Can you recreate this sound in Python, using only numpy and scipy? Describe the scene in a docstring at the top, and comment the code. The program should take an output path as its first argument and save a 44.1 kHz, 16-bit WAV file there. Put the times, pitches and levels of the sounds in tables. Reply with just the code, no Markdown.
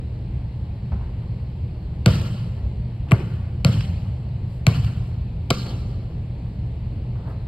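"""Ventilation rumble (shaped noise) and mains hum (a wavering sine) fill an empty gym throughout.
From 0.9 s shoes knock on the floor: dying puffs of filtered noise, again at 3.1, 5.7 and 7.2 s.
From 2.06 to 5.5 s a basketball bounces close by on the sprung wooden floor and is caught; each blow is
a noisy slap through the air, a chirped bending wave in the boards and a short modal ring of the ball.
From 4.5 s hands, cloth and net rub as swells of hiss; a long noise tail answers every blow and step."""
import sys
import numpy as np
from scipy import signal
from scipy.fft import rfft, irfft
from scipy.io import wavfile
from scipy.ndimage import uniform_filter1d

SR = 44100
rng = np.random.default_rng(int(sys.argv[2]) if len(sys.argv) > 2 else 0)


def wav_out(sig):
    """Save sig, one row per channel (or a flat mono array), as 16-bit PCM at SR to the path in sys.argv[1]."""
    wavfile.write(sys.argv[1], SR, np.round(np.clip(np.atleast_2d(sig).T, -1, 1) * 32767).astype(np.int16))


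N = 329559
BLOW_SIZE, LEAD_IN = 8192, 300  # samples in a blow; samples before its contact


def amp(db):
    """Level law: decibels to an amplitude ratio."""
    return 10 ** (np.asarray(db) / 20)


def evened(x):
    """Normalization to unit rms."""
    return x / np.sqrt(np.mean(x ** 2) + 1e-20)


def peaked(x, db):
    """Normalization to a peak level in dB."""
    return amp(db) * x / abs(x).max()


def read(hz, at, value):
    """Linear interpolation on a logarithmic frequency axis."""
    return np.interp(np.log(hz + 1), np.log(np.add(at, 1)), value)


def add(mix, s, sound):
    """Superposition: adds a sound in place from time s, cut at the end of the mix."""
    part = mix[..., round(s * SR):][..., :sound.shape[-1]]
    part += sound[..., :part.shape[-1]]


def coloured(x, at, db):
    """Linear filtering: multiplies the spectrum of the last axis by a level curve."""
    hz = np.fft.rfftfreq(x.shape[-1], 1 / SR)
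    return irfft(rfft(x) * amp(read(hz, at, db)), x.shape[-1])


# Ventilation spectrum: f/Hz, relative level/dB
VENTILATION_SPECTRUM = [(20, -56), (35, -25), (50, -2), (72, 2), (105, -5.5), (180, -11.5), (210, -16),
                        (240, -23), (450, -29.5), (900, -37.5), (1300, -47.5), (2900, -47), (3600, -51.5),
                        (4400, -49.5), (5500, -63.5), (9000, -68), (14300, -75), (15700, -100)]
# Mains hum: mean f/Hz, mean rms level/dB
HUM_LINES = [(119.8, -33)]
VENTILATION_RMS_DB = -28


def ventilation():
    """Broadband flow noise with drifting patches, and a hum modulated in frequency and amplitude."""
    frames, hz = N // 512 + 5, np.fft.rfftfreq(2048, 1 / SR)
    real, imaginary, patches = rng.standard_normal((3, 2, 1025, frames))
    # one time-frequency pattern of level, shared by both channels
    patches_db = uniform_filter1d(patches[0], 20, axis=0)
    patches_db = evened(uniform_filter1d(patches_db, 8, axis=1))
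    colour_db = read(hz, *np.transpose(VENTILATION_SPECTRUM))[:, None]
    z = (real + 1j * imaginary) * amp(colour_db + patches_db)
    noise = signal.istft(z, nperseg=2048, noverlap=1536)[1][:, :N]
    air = amp(VENTILATION_RMS_DB) * evened(noise)
    slow = uniform_filter1d(rng.standard_normal((2, N)), 6000)
    swell, drift = uniform_filter1d(slow, 6000)
    warped_s = np.cumsum(1 + 0.01115 * evened(drift)) / SR
    swell_db = 1.08 * evened(swell)
    hum = sum(amp(db + swell_db) * np.sqrt(2) * np.sin(2 * np.pi * f * warped_s)
              for f, db in HUM_LINES)
    return air + hum


# Reverberation of the hall: f/Hz, T60/s, colour level/dB
HALL_DECAY = [(61.3, 3.5, 12.5), (93, 4.3, -7), (130, 0.43, -2), (292, 0.72, 4.5), (700, 2.28, -8.5),
              (1470, 1.33, -1.5), (3020, 1.25, -2), (5100, 1.09, -2.1), (8000, 1.13, -4.7),
              (13000, 1.1, -1.5), (14500, .9, -8), (15600, .6, -31.5)]
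# Echo clusters from ceiling and side walls: delay t/s, length/s, gain over the tail/dB
WALL_ECHOES = [(0.022, .004, 1.5), (0.042, .012, 1.5), (0.092, .018, 2.5), (0.202, 0.014, 2)]
TAIL_SIZE = 60000  # samples
CLUMP_DB = 2.5  # rms level spread: echoes arrive in clumps of time and pitch


def hall(x, walls):
    """Diffuse reverberation: convolution with two unrelated noise tails, each band decaying at its rate."""
    at, t60, db = np.transpose(HALL_DECAY)
    hz, frame_s, z = signal.stft(rng.standard_normal((2, TAIL_SIZE)), SR, nperseg=512)
    z *= amp(read(hz, at, db)[:, None] - 60 * frame_s / read(hz, at, t60)[:, None])
    clumps = uniform_filter1d(rng.standard_normal(z.shape[1:]), size=7, axis=0)
    clumps = uniform_filter1d(clumps, size=3, axis=1)
    z *= amp(CLUMP_DB * evened(clumps))
    tail = signal.istft(z, SR, nperseg=512)[1][:, :TAIL_SIZE]
    t = np.arange(TAIL_SIZE) / SR
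    walls_db = sum(db * np.exp(-((t - s) / length) ** 2) for s, length, db in walls)
    # single echoes stand out of the tail while it is young
    grain = uniform_filter1d(rng.exponential(1, TAIL_SIZE) - 1, 90)
    grain_db = 1.7 * evened(grain) * np.exp(-t / 0.12)
    onset = np.clip((t - .003) / 0.00067, 0, 1)
    tail *= amp(walls_db + grain_db - 32) * onset
    return signal.fftconvolve(x[None], tail, axes=1)


PORT_LAG_S = .000231  # group delay of the right side above the last table row


def ports(pair, at, apart, lead, lean_db):
    """Interchannel coherence: two unrelated signals become left and right with set likeness and phase.

    Above the last row one port feeds both sides, the right one late."""
    size = N + 4096  # mirrored margins keep the ends from wrapping
    hz = np.fft.rfftfreq(size, 1 / SR)
    a, b = rfft(np.pad(pair, ((0, 0), (2048, 2048)), "reflect"))
    above = hz > at[-1]
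    apart = np.clip(np.where(above, 0, np.interp(hz, at, apart)), 0, 1)
    lead = np.interp(hz, at, lead) + 2 * np.pi * PORT_LAG_S * np.maximum(hz - at[-1], 0)
    lean = amp(np.where(above, 0, np.interp(hz, at, lean_db)) / 2)
    right = (np.sqrt(1 - apart ** 2) * a + apart * b) * np.exp(-1j * lead)
    return irfft(np.array([a * lean, right / lean]), size)[:, 2048:-2048]


# Two microphone ports in the diffuse field; bass is nearly alike in both:
# f/Hz, unrelated amplitude share/1, phase by which left leads/rad, left minus right level/dB
DIFFUSE_PORTS = [(0, 0, 0, 0), (150, .045, 0, .1), (300, .27, -.1, .5), (450, .3, -.4, .8),
                 (900, .6, -.15, 1.2), (1500, .82, -1.3, -.8), (2100, .76, -.5, 7.3), (2700, .83, -.2, 1.5),
                 (3500, .95, -1.5, -1.1), (4100, .62, -.2, -.6), (5000, .86, -1.1, -3.5),
                 (5300, .95, .3, -3.1), (5700, .25, 2.8, 0)]
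# The same ports for direct sound: f/Hz, phase by which left leads/rad, left minus right level/dB
DIRECT_PORTS = [(0, 0, 0), (650, .1, 1.3), (1000, .2, 4), (1350, .2, 1.5), (1650, 2.2, -3), (1950, 3.8, 10),
                (2300, 4.9, 15), (2750, 5.3, 6), (3250, 6.2, -2.5), (3750, 6, 4), (4250, 6.4, 0),
                (4850, 7.7, -4), (5700, 9.1, 0)]


def received(direct, diffuse):
    """Superposition of the coherent direct field and the partly coherent diffuse field at two ports."""
    at, lead, lean_db = np.transpose(DIRECT_PORTS)
    direct_pair = ports(direct, at, np.zeros(len(at)), lead, lean_db)
    return direct_pair + ports(diffuse, *np.transpose(DIFFUSE_PORTS))


# Rubbing of hands, cloth and net: peak t/s, rms level at the peak/dB, centre f/Hz, fall length/s
RUBBINGS = [(4.538, -68.5, 8000, .07), (5.081, -70, 8000, 0.036), (5.438, -75.5, 9600, 0.025),
            (7.202, -51, 700, 0.057), (7.279, -46.5, 800, 0.045), (7.299, -70, 9600, .035)]
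RUB_OCTAVES, RUB_RISE = 0.77, 0.81  # distance from centre to -6 dB; rise as a share of the fall


def rubs():
    """Friction noise: band-limited hiss under a lopsided Gaussian swell."""
    out = np.zeros((2, N))
    t, at = np.arange(-11025, 11025) / SR, np.geomspace(100, 20000, 40)
    for s, db, hz, length in RUBBINGS:
        band_db = -6 * (np.log2(at / hz) / RUB_OCTAVES) ** 2
        hiss = coloured(rng.standard_normal((2, len(t))), at, band_db)
        swell = np.exp(-(t / (length * np.where(t < 0, RUB_RISE, 1))) ** 2)
        add(out, s + t[0], amp(db) * evened(hiss) * swell)
    return out


# Colour of a shoe's knock: multiple of its pitch/1, level/dB
SOLE_COLOUR = [(.125, -15.5), (.5, 10.5), (1, 11), (1.6, -1), (4, -16.5), (12, -39.5)]
STEP_T60_S, STEP_RISE_S = 0.16, .0015


def step(db, hz):
    """Damped impact: an exponentially decaying puff of noise filtered around one pitch."""
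    t = np.arange(8192) / SR
    decay = amp(db - 60 * t / STEP_T60_S)
    puff = decay * rng.standard_normal(8192) * (1 - np.exp(-t / STEP_RISE_S))
    multiple, colour_db = np.transpose(SOLE_COLOUR)
    fade_out = signal.windows.tukey(16384, .2)[8192:]
    return coloured(puff, hz * multiple, colour_db) * fade_out


# Shoes landing: t/s, level before colouring/dB, pitch f/Hz
SHOE_LANDINGS = [(0.918, -34, 890), (1.008, -43.5, 1090), (3.069, -43.5, 798), (3.084, -49.5, 2580),
                 (5.655, -30.5, 588), (5.700, -35.5, 778), (7.150, -46.5, 1104), (7.270, -35, 597),
                 (7.300, -37.5, 894)]
STEP_HALL_DB = -2


def add_steps(diffuse):
    """Superposition of each knock and its reverberation in the diffuse field."""
    for s, *row in SHOE_LANDINGS:
        sound = step(*row)
        add(diffuse, s, sound)
        add(diffuse, s, amp(STEP_HALL_DB) * hall(sound, WALL_ECHOES))


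# Slap of rubber on wood: f/Hz, relative level/dB
SLAP_COLOUR = [(300, -14.5), (700, 3), (1400, -1), (2200, -4), (3000, 4), (3600, -7), (4400, -1),
               (5500, -10.5), (8000, -11.5), (11000, -20.5), (14500, -21.5), (16500, -51)]
TOP_SHARE = 0.58  # share of the treble gain still felt above 7 kHz


def slap(t, hz, hit, slap_db, contact_ms, treble_db):
    """Impulsive radiation with dispersion: the slap of the near side, and its sum over all directions."""
    at, db = np.transpose(SLAP_COLOUR)
    treble_share = np.clip(np.log2(at / 2800) * 2.9, 0, 1) * np.where(at > 7000, TOP_SHARE, 1)
    db = db + treble_db * treble_share
    # a snap, its bounce off a near surface and the crackle of the skin flattening
    snap = 5.4 / contact_ms * (hit + 0.21 * np.roll(hit, 70))
    u = t * 1000 / max(contact_ms, .1)
    skin = snap + rng.standard_normal(BLOW_SIZE) * u * np.exp(1 - u)
    # lower parts arrive later
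    lag = np.exp(-2j * np.pi * 1.175 * np.log(np.clip(hz, 300, 2200) / 2200))
    near = peaked(irfft(rfft(coloured(skin, at, db)) * lag), slap_db)
    # summed over all directions the slap has a smooth spectrum
    click = coloured(hit, at, db)
    click *= amp(slap_db) * np.sqrt(contact_ms) / np.linalg.norm(click)
    return near, click


def floor_wave(t, wave_db, stretch):
    """Bending-wave dispersion: low waves are slower and arrive last, so the swell falls in pitch."""
    turns = 1.02 * np.sqrt(t * 1000 / stretch) - .12
    swell = np.exp(-((t / stretch - .0145) / .0085) ** 2)
    wave = amp(wave_db) * np.cos(2 * np.pi * turns) * swell
    return wave * (1 - np.exp(-t / 0.00061))


# Modes of the air and skin of the ball: f/Hz, width before contact damping/Hz, level before tilt/dB
BALL_MODES = [(286, 81, -9), (381.6, 57, -4), (467, 70, 1), (574, 75, -4.5), (653, 35, -1),
              (920, 92, -11.5), (1146, 130, -6), (1412, 290, -7.5), (2170, 110, -10.5)]
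RING_TILT_DB = -2.16  # per octave from 250 to 2500 Hz: low modes are favoured
DAMPING_PER_MS = 0.1  # a longer contact widens the modes
RATTLE_T60_S = 0.13  # for a contact of 1 ms; hands that hold on stop it sooner


def ball_ring(t, hz, hit, ring_db, contact_ms):
    """Modal resonance: damped modes of the ball are struck once and then rattled on by noise."""
    widening = 1 + DAMPING_PER_MS * contact_ms
    modes = sum(amp(db) * rng.choice([-1, 1]) / (1 + 2j * (hz - f) / (width * widening))
                for f, width, db in BALL_MODES)
    modes *= amp(RING_TILT_DB * np.log2(np.clip(hz, 250, 2500) / 600))
    rattle = rng.standard_normal(BLOW_SIZE) * amp(-24 - 60 * t * contact_ms / RATTLE_T60_S) * (t > 0)
    strike = np.roll(hit, round(40 + 90 * contact_ms))
    ring = peaked(irfft(rfft(strike + rattle) * modes), ring_db)
    return ring * (1 - np.exp(-t / 0.00061))


def blow(slap_db, wave_db, stretch, ring_db, contact_ms, treble_db):
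    """Source directivity: one blow as the near side sends it, and as the whole ball feeds the hall."""
    n, hz = np.arange(BLOW_SIZE) - LEAD_IN, np.fft.rfftfreq(BLOW_SIZE, 1 / SR)
    t, hit = np.maximum(n, 0) / SR, 1. * (n == 0)
    near, click = slap(t, hz, hit, slap_db, contact_ms, treble_db)
    wave = floor_wave(t, wave_db, stretch)
    ring = ball_ring(t, hz, hit, ring_db, contact_ms)
    return near + wave + ring, 3.34 * click + wave + 0.48 * ring


# Blows of the ball: t/s, slap peak level/dB, floor wave level/dB, floor wave time stretch/1,
# ring peak level before its onset/dB, contact/ms, treble gain from about 3 kHz/dB, hall level/dB,
# far wall distance/m
BALL_BLOWS = [(2.0603, -2.5, -3.5, 1.02, -12.5, 0.69, 3, -6, 26.8),
              (3.1114, -19, -31, 1.1, -18.5, 0.5, 0, -2, 39),
              (3.1186, -6, -0.9, 1.02, -18.5, 0.63, -18.5, -14, 18),
              (3.6479, -2, -3, 1.032, -16, 0.4, 2, -7.5, 27.6),
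              (4.6676, -2, -3.5, 1.046, -14.5, 0.47, 0.5, -8.5, 30.9),
              (5.5040, -6.5, -14, 0.875, -5.5, 1.7, 9.5, -9.5, 28)]
SOUND_M_PER_S = 343
ECHO_S, ECHO_DB = .003, 7  # length and strength of the far wall's answer


def add_blows(direct, diffuse):
    """Image-source delay: each blow arrives directly, then from the hall with an echo off the far wall."""
    for s, *row, hall_db, wall_m in BALL_BLOWS:
        near, around = blow(*row)
        start_s = s - LEAD_IN / SR
        add(direct, start_s, near)
        far_wall = (2 * wall_m / SOUND_M_PER_S, ECHO_S, ECHO_DB)
        add(diffuse, start_s, amp(hall_db) * hall(around, WALL_ECHOES + [far_wall]))


def scene():
    """Field separation: direct and diffuse sound are gathered apart and reach the ports differently."""
    direct, diffuse = np.zeros((2, N)), ventilation() + rubs()
    add_blows(direct, diffuse)
    add_steps(diffuse)
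    return received(direct, diffuse)


EDGE_HZ = 16400


def record(dry):
    """Band limitation: a linear-phase low-pass."""
    edge = signal.firwin(1023, EDGE_HZ, window=("kaiser", 12), fs=SR)
    return signal.oaconvolve(dry, edge[None], "same")


dry = scene()
out = record(dry)
wav_out(out)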